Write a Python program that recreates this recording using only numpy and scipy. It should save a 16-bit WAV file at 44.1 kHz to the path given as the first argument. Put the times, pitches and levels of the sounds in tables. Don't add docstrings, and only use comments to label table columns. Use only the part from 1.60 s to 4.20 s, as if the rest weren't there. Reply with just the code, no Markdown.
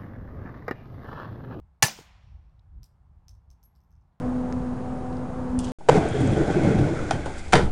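import sys
import numpy as np
from scipy import signal
from scipy.io import wavfile

SR = 44100
rng = np.random.default_rng(int(sys.argv[2]) if len(sys.argv) > 2 else 0)


def gain_from_db(level_db):
    decades = np.asarray(level_db, float) / 20
    return 10 ** decades


def bounce(signal):
    frames = np.transpose(np.atleast_2d(signal))
    limited = np.clip(frames, -1, 1)
    pcm = np.round(limited * 32767).astype(np.int16)
    wavfile.write(sys.argv[1], SR, pcm)


N = 114660
TIME = np.arange(N) / SR
SHOT_S = .2238


def at_hz(points, hz):
    table_hz, values = np.array(points).T
    return np.interp(np.log(hz), np.log(table_hz), values)


def rms_one(x):
    return x / np.sqrt(np.mean(x ** 2) + 1e-20)


def drift(rate_hz):
    hop = 40
    pole = np.exp(-2 * np.pi * rate_hz * hop / SR)
    noise = rng.standard_normal(N // hop + 2002)
    slow = signal.lfilter([1], [1, -2 * pole, pole * pole], noise)[2000:]
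    return np.interp(np.arange(N) / hop, np.arange(len(slow)), rms_one(slow))


def clicks(times, gains):
    out = np.full(N, 1e-18)
    np.add.at(out, (np.asarray(times) * SR).astype(int), gains)
    return out


def ring(x, hz, t60):
    radius, turn = gain_from_db(-60 / (t60 * SR)), 2 * np.pi * hz / SR
    return signal.lfilter([0, np.sin(turn)], [1, -2 * radius * np.cos(turn), radius * radius], x)


def struck(events):
    return sum(ring(clicks([s], gain_from_db(db)), hz, t60) for s, hz, db, t60 in events)


def dying(start, rise, t60, hold=0):
    t = np.maximum(TIME - start, 0)
    return np.minimum(t / rise, 1) * gain_from_db(-60 * np.maximum(t - rise - hold, 0) / t60)


def bands(spectrum, shape):
    lowest, highest = spectrum[0][0], spectrum[-1][0]
    edges = lowest * 2 ** np.arange(0, np.log2(highest / lowest) + .2, 1 / 3)
    white = rng.standard_normal((2, N + 8000))
    out, power = 0, 0
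    for k, (low, high) in enumerate(zip(edges, np.minimum(edges[1:], .45 * SR))):
        hz = np.sqrt(low * high)
        band_pass = signal.butter(2, [low, high], "band", fs=SR, output="sos")
        band = gain_from_db(at_hz(spectrum, hz)) * signal.sosfilt(band_pass, white[k % 2])[-N:]
        out = out + band * shape(hz)
        power += np.mean(band ** 2)
    return out / np.sqrt(power)


# (time [s], peak level [dB], pulse length [ms])
PULSES = [(.2241, -14, .12), (.2255, -2.5, .13), (.2267, -2.5, .12), (.2281, -7, .35), (.2292, -8, .15),
          (.2301, -5, .15), (.2319, -10, .4), (.2347, -11, .2), (.2363, -11, .2), (.2443, -16, .3),
          (.2550, -20, .4), (.2635, -24, .17), (.2828, -24, .12)]


def pressure_pulses():
    out = np.zeros(N)
    for s, db, ms in PULSES:
        t = (TIME - s) / (ms / 1000)
        out += gain_from_db(db) * 2.33 * t * np.exp(-2 * t ** 2)
    return out


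# (frequency [Hz], level [dB], t60 [s])
STEEL_MODES = [(640, -24, .04), (809.6, -22.5, .04), (854, -25.5, 0.055), (1500, -24, 0.023),
               (1746, -21.5, 0.078), (2599.4, -20.5, .02), (2971, -21, .02), (4324, -21.5, 0.02),
               (4760, -20, .015), (6020, -38, .2), (6650, -24.5, 0.017), (10020, -31, 0.05)]
# (time [s], frequency [Hz], level [dB], t60 [s])
SLIDE_STOPS = [
    (0.2286, 5950, -10.5, 0.01),
    (0.2293, 6000, -10, 0.0091),
    (0.2327, 5900, -14.5, 0.011),
    (.2625, 10020, -31.5, 0.08),
    (0.2631, 6020, -27.5, 0.13),
]


def steel():
    s, db, _ = np.transpose(PULSES)
    out = struck(SLIDE_STOPS)
    for hz, mode_db, t60 in STEEL_MODES:
        blow_db = db + mode_db - 2 + rng.normal(0, 4, len(s))
        sign = rng.choice([-1, 1], len(s))
        out += ring(clicks(s, gain_from_db(blow_db) * sign), hz, t60)
    return out


# (frequency [Hz], density [dB per Hz])
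GAS_COLOUR = [(180, -40), (300, -16), (1090, -16.5), (1740, -5), (4030, -9.5), (5830, -0.5), (10500, -19),
              (15200, -22.5), (16500, -35)]


def gas():
    spits = sum(gain_from_db(db) * dying(s, .00044, .011) for s, db, _ in PULSES)
    jet = gain_from_db(-9) * bands(GAS_COLOUR, lambda hz: spits)
    bright = np.diff(rng.standard_normal(N + 1))
    return jet + gain_from_db(-20) * bright * dying(SHOT_S, .0003, .012, hold=.001)


def muzzle_puff():
    start_s, pitch_hz = .2312, 125
    swing = np.sin(2 * np.pi * pitch_hz * (TIME - start_s))
    return -gain_from_db(-18.5) * swing * dying(start_s, .0046, .03, hold=.009)


# (time [s], level [dB], frequency [Hz], t60 [s])
BANK_THUMPS = [
    (0.3887, -36, 454, 0.026),
    (.3885, -32.5, 850, 0.0087),
    (0.3965, -42, 151, 0.065),
    (0.41, -43.5, 308, 0.023),
]


def bank_thumps():
    soft = signal.butter(2, 1500, fs=SR, output="sos")
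    rings = sum(ring(clicks([s], gain_from_db(db)), hz, t60) for s, db, hz, t60 in BANK_THUMPS)
    return -signal.sosfilt(soft, rings)


# (frequency [Hz], density [dB per Hz])
NEAR_COLOUR = [(88, -36.5), (150, -3), (376, -15), (774, 0.5), (1310, -10), (1720, -3), (3700, -7.5),
               (5910, -5.5), (16000, -19)]
# (frequency [Hz], t60 [s])
NEAR_DECAY = [(200, 0.36), (700, .22), (2000, 0.24), (6000, 0.26), (10000, 0.14), (15000, .24)]


def near_tail():
    bank = gain_from_db(-33) * dying(.337, .056, .26)

    def shape(hz):
        fall = dying(SHOT_S + .008, .0061, at_hz(NEAR_DECAY, hz))
        return fall * gain_from_db(3.2 * drift(60)) + bank

    return gain_from_db(-22) * bands(NEAR_COLOUR, shape)


# (frequency [Hz], density [dB per Hz])
FAR_COLOUR = [(350, -17), (700, -3), (1500, -5.5), (2800, -4.5), (4500, -12.5), (5700, -10), (7500, -17.5),
              (11000, -31.5)]
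# (frequency [Hz], t60 [s])
FAR_DECAY = [(500, 1.7), (1500, 1.3), (2800, 1.14), (4500, 1.1), (7500, 0.52), (11000, 0.31)]


def far_tail():
    def shape(hz):
        return dying(SHOT_S + .04, .12, at_hz(FAR_DECAY, hz)) * gain_from_db(1.2 * drift(15))

    wash = gain_from_db(-55.5) * bands(FAR_COLOUR, shape)
    whistle = rms_one(ring(rng.standard_normal(N), 5620, .008))
    return wash + gain_from_db(-84) * whistle * dying(.615, .02, 1)


# (time [s], frequency [Hz], level [dB], t60 [s])
CASE_BRUSHES = [
    (0.8961, 4410, -70, .004),
    (0.9941, 3900, -58.5, 0.0066),
    (0.9954, 5200, -64.5, .006),
    (0.9974, 3704, -68, 0.0068),
    (1.2244, 3750, -74, 0.011),
]


def case_brushes():
    return struck(CASE_BRUSHES)


# (time [s], mouth pop level [dB], mouth pitch [Hz], tick level [dB], wall ring level [dB])
LANDINGS = [(1.232, -48, 5200, -44, -64), (1.683, -46, 5480, -48, -70), (1.741, -68, 5600, -62, -90),
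            (1.9034, -55, 5620, -54, -74), (2.030, -59, 5650, -56, -76), (2.153, -68, 4900, -64, -80),
            (2.160, -66, 4900, -66, -82), (2.205, -72, 5450, -72, -82), (2.237, -76, 5430, -78, -80),
            (2.307, -76, 5600, -72, -78), (2.316, -74, 5550, -80, -95), (2.326, -73, 5600, -80, -95),
            (2.354, -72, 5410, -76, -95), (2.412, -78, 5430, -85, -100)]
# (frequency [Hz], level [dB], t60 [s])
WALL_MODES = [(12610, -0.5, 0.052), (12700, -3.5, 0.047), (15900, -10, 0.017), (15200, -8, .015)]
# (time [s], frequency [Hz], level [dB], t60 [s])
RIM_RINGS = [
    (2.0355, 11520, -58, 0.056),
    (2.0355, 12030, -61, 0.016),
    (2.047, 11560, -56, 0.053),
    (2.047, 10520, -78, 0.033),
    (2.05, 13450, -85, .05),
]


def case_landings():
    s, pop_db, mouth_hz, tick_db, wall_db = np.transpose(LANDINGS)
    tones = struck(RIM_RINGS)
    for start, db, hz in zip(s, pop_db, mouth_hz):
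        tones += ring(clicks([start], gain_from_db(db)), hz, .009)
        tones += ring(clicks([start], gain_from_db(db - 1)), hz * 1.103, .009)
    for hz, db, t60 in WALL_MODES:
        tones += ring(clicks(s, gain_from_db(wall_db + db)), hz, t60)
    bright = signal.butter(2, 4300, "high", fs=SR, output="sos")
    tick = signal.sosfilt(bright, ring(clicks(s, gain_from_db(tick_db)), 7000, .0005))
    return tones, tick


# (delay [s], level [dB])
SHELTER_RETURNS = [
    (.0072, -25),
    (.0090, -22),
    (.018, -33),
    (.024, -30),
    (.028, -33),
]


def shelter_answer(tones, tick):
    envelope = gain_from_db(-33) * dying(.0018, .0085, .26)
    envelope += sum(gain_from_db(db) * dying(delay, .0005, .014) for delay, db in SHELTER_RETURNS)
    space = rng.standard_normal(N) * envelope
    sent = gain_from_db(-5) * tones + gain_from_db(4) * tick
    return signal.fftconvolve(sent, space[:SR // 2])[:N]


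# (time [s], level [dB])
FIRST_GUST = [
    (0, -43.5),
    (.18, -67),
    (.36, -55.5),
]
# (time [s], level [dB])
LATER_GUSTS = [(0.5, -58.5), (0.77, -44.5), (0.9, -55), (0.92, -48.5), (1.04, -56), (1.2, -39.5),
               (1.27, -58.5), (1.74, -49), (1.84, -60), (1.89, -49), (2.0, -63.5), (2.08, -54.5),
               (2.29, -63.5), (2.32, -50), (2.6, -72.5)]
# (frequency [Hz], density [dB per Hz])
WIND_COLOUR = [(13, -34), (22, -11), (46, 2), (70, 4.5), (144, -12.5), (189, -30), (216, -27.5), (260, -41),
               (340, -72.5), (570, -120)]


def wind():
    gust_db = np.interp(TIME, *np.transpose(list(FIRST_GUST) + list(LATER_GUSTS)))
    lumps = drift(12)
    return gain_from_db(gust_db) * bands(WIND_COLOUR, lambda hz: gain_from_db(.5 * lumps + 1.5 * drift(8)))


# (frequency [Hz], density [dB per Hz])
AIR_COLOUR = [(110, -15.5), (150, 0), (286, -19), (612, -21), (837, -13), (2310, -35), (9000, -48.5),
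              (16500, -55.5)]


def far_traffic():
    return gain_from_db(-69.5) * bands(AIR_COLOUR, lambda hz: gain_from_db(.7 * drift(2.4)))


def scene():
    shot = pressure_pulses() + steel() + gas() + muzzle_puff()
    echoes = bank_thumps() + near_tail() + far_tail()
    tones, tick = case_landings()
    case = case_brushes() + tones + tick + shelter_answer(tones, tick)
    return (shot + echoes + case + wind() + far_traffic())[None]


def band_limit(x):
    return signal.sosfilt(signal.butter(12, 17040, fs=SR, output="sos"), x)


def record(dry):
    rounded = .95 * np.tanh(dry / 1.011)
    top_cut = signal.ellip(8, .5, 50, 15900, fs=SR, output="sos")
    return band_limit(signal.sosfilt(top_cut, rounded))


dry = scene()
out = record(dry)
bounce(out)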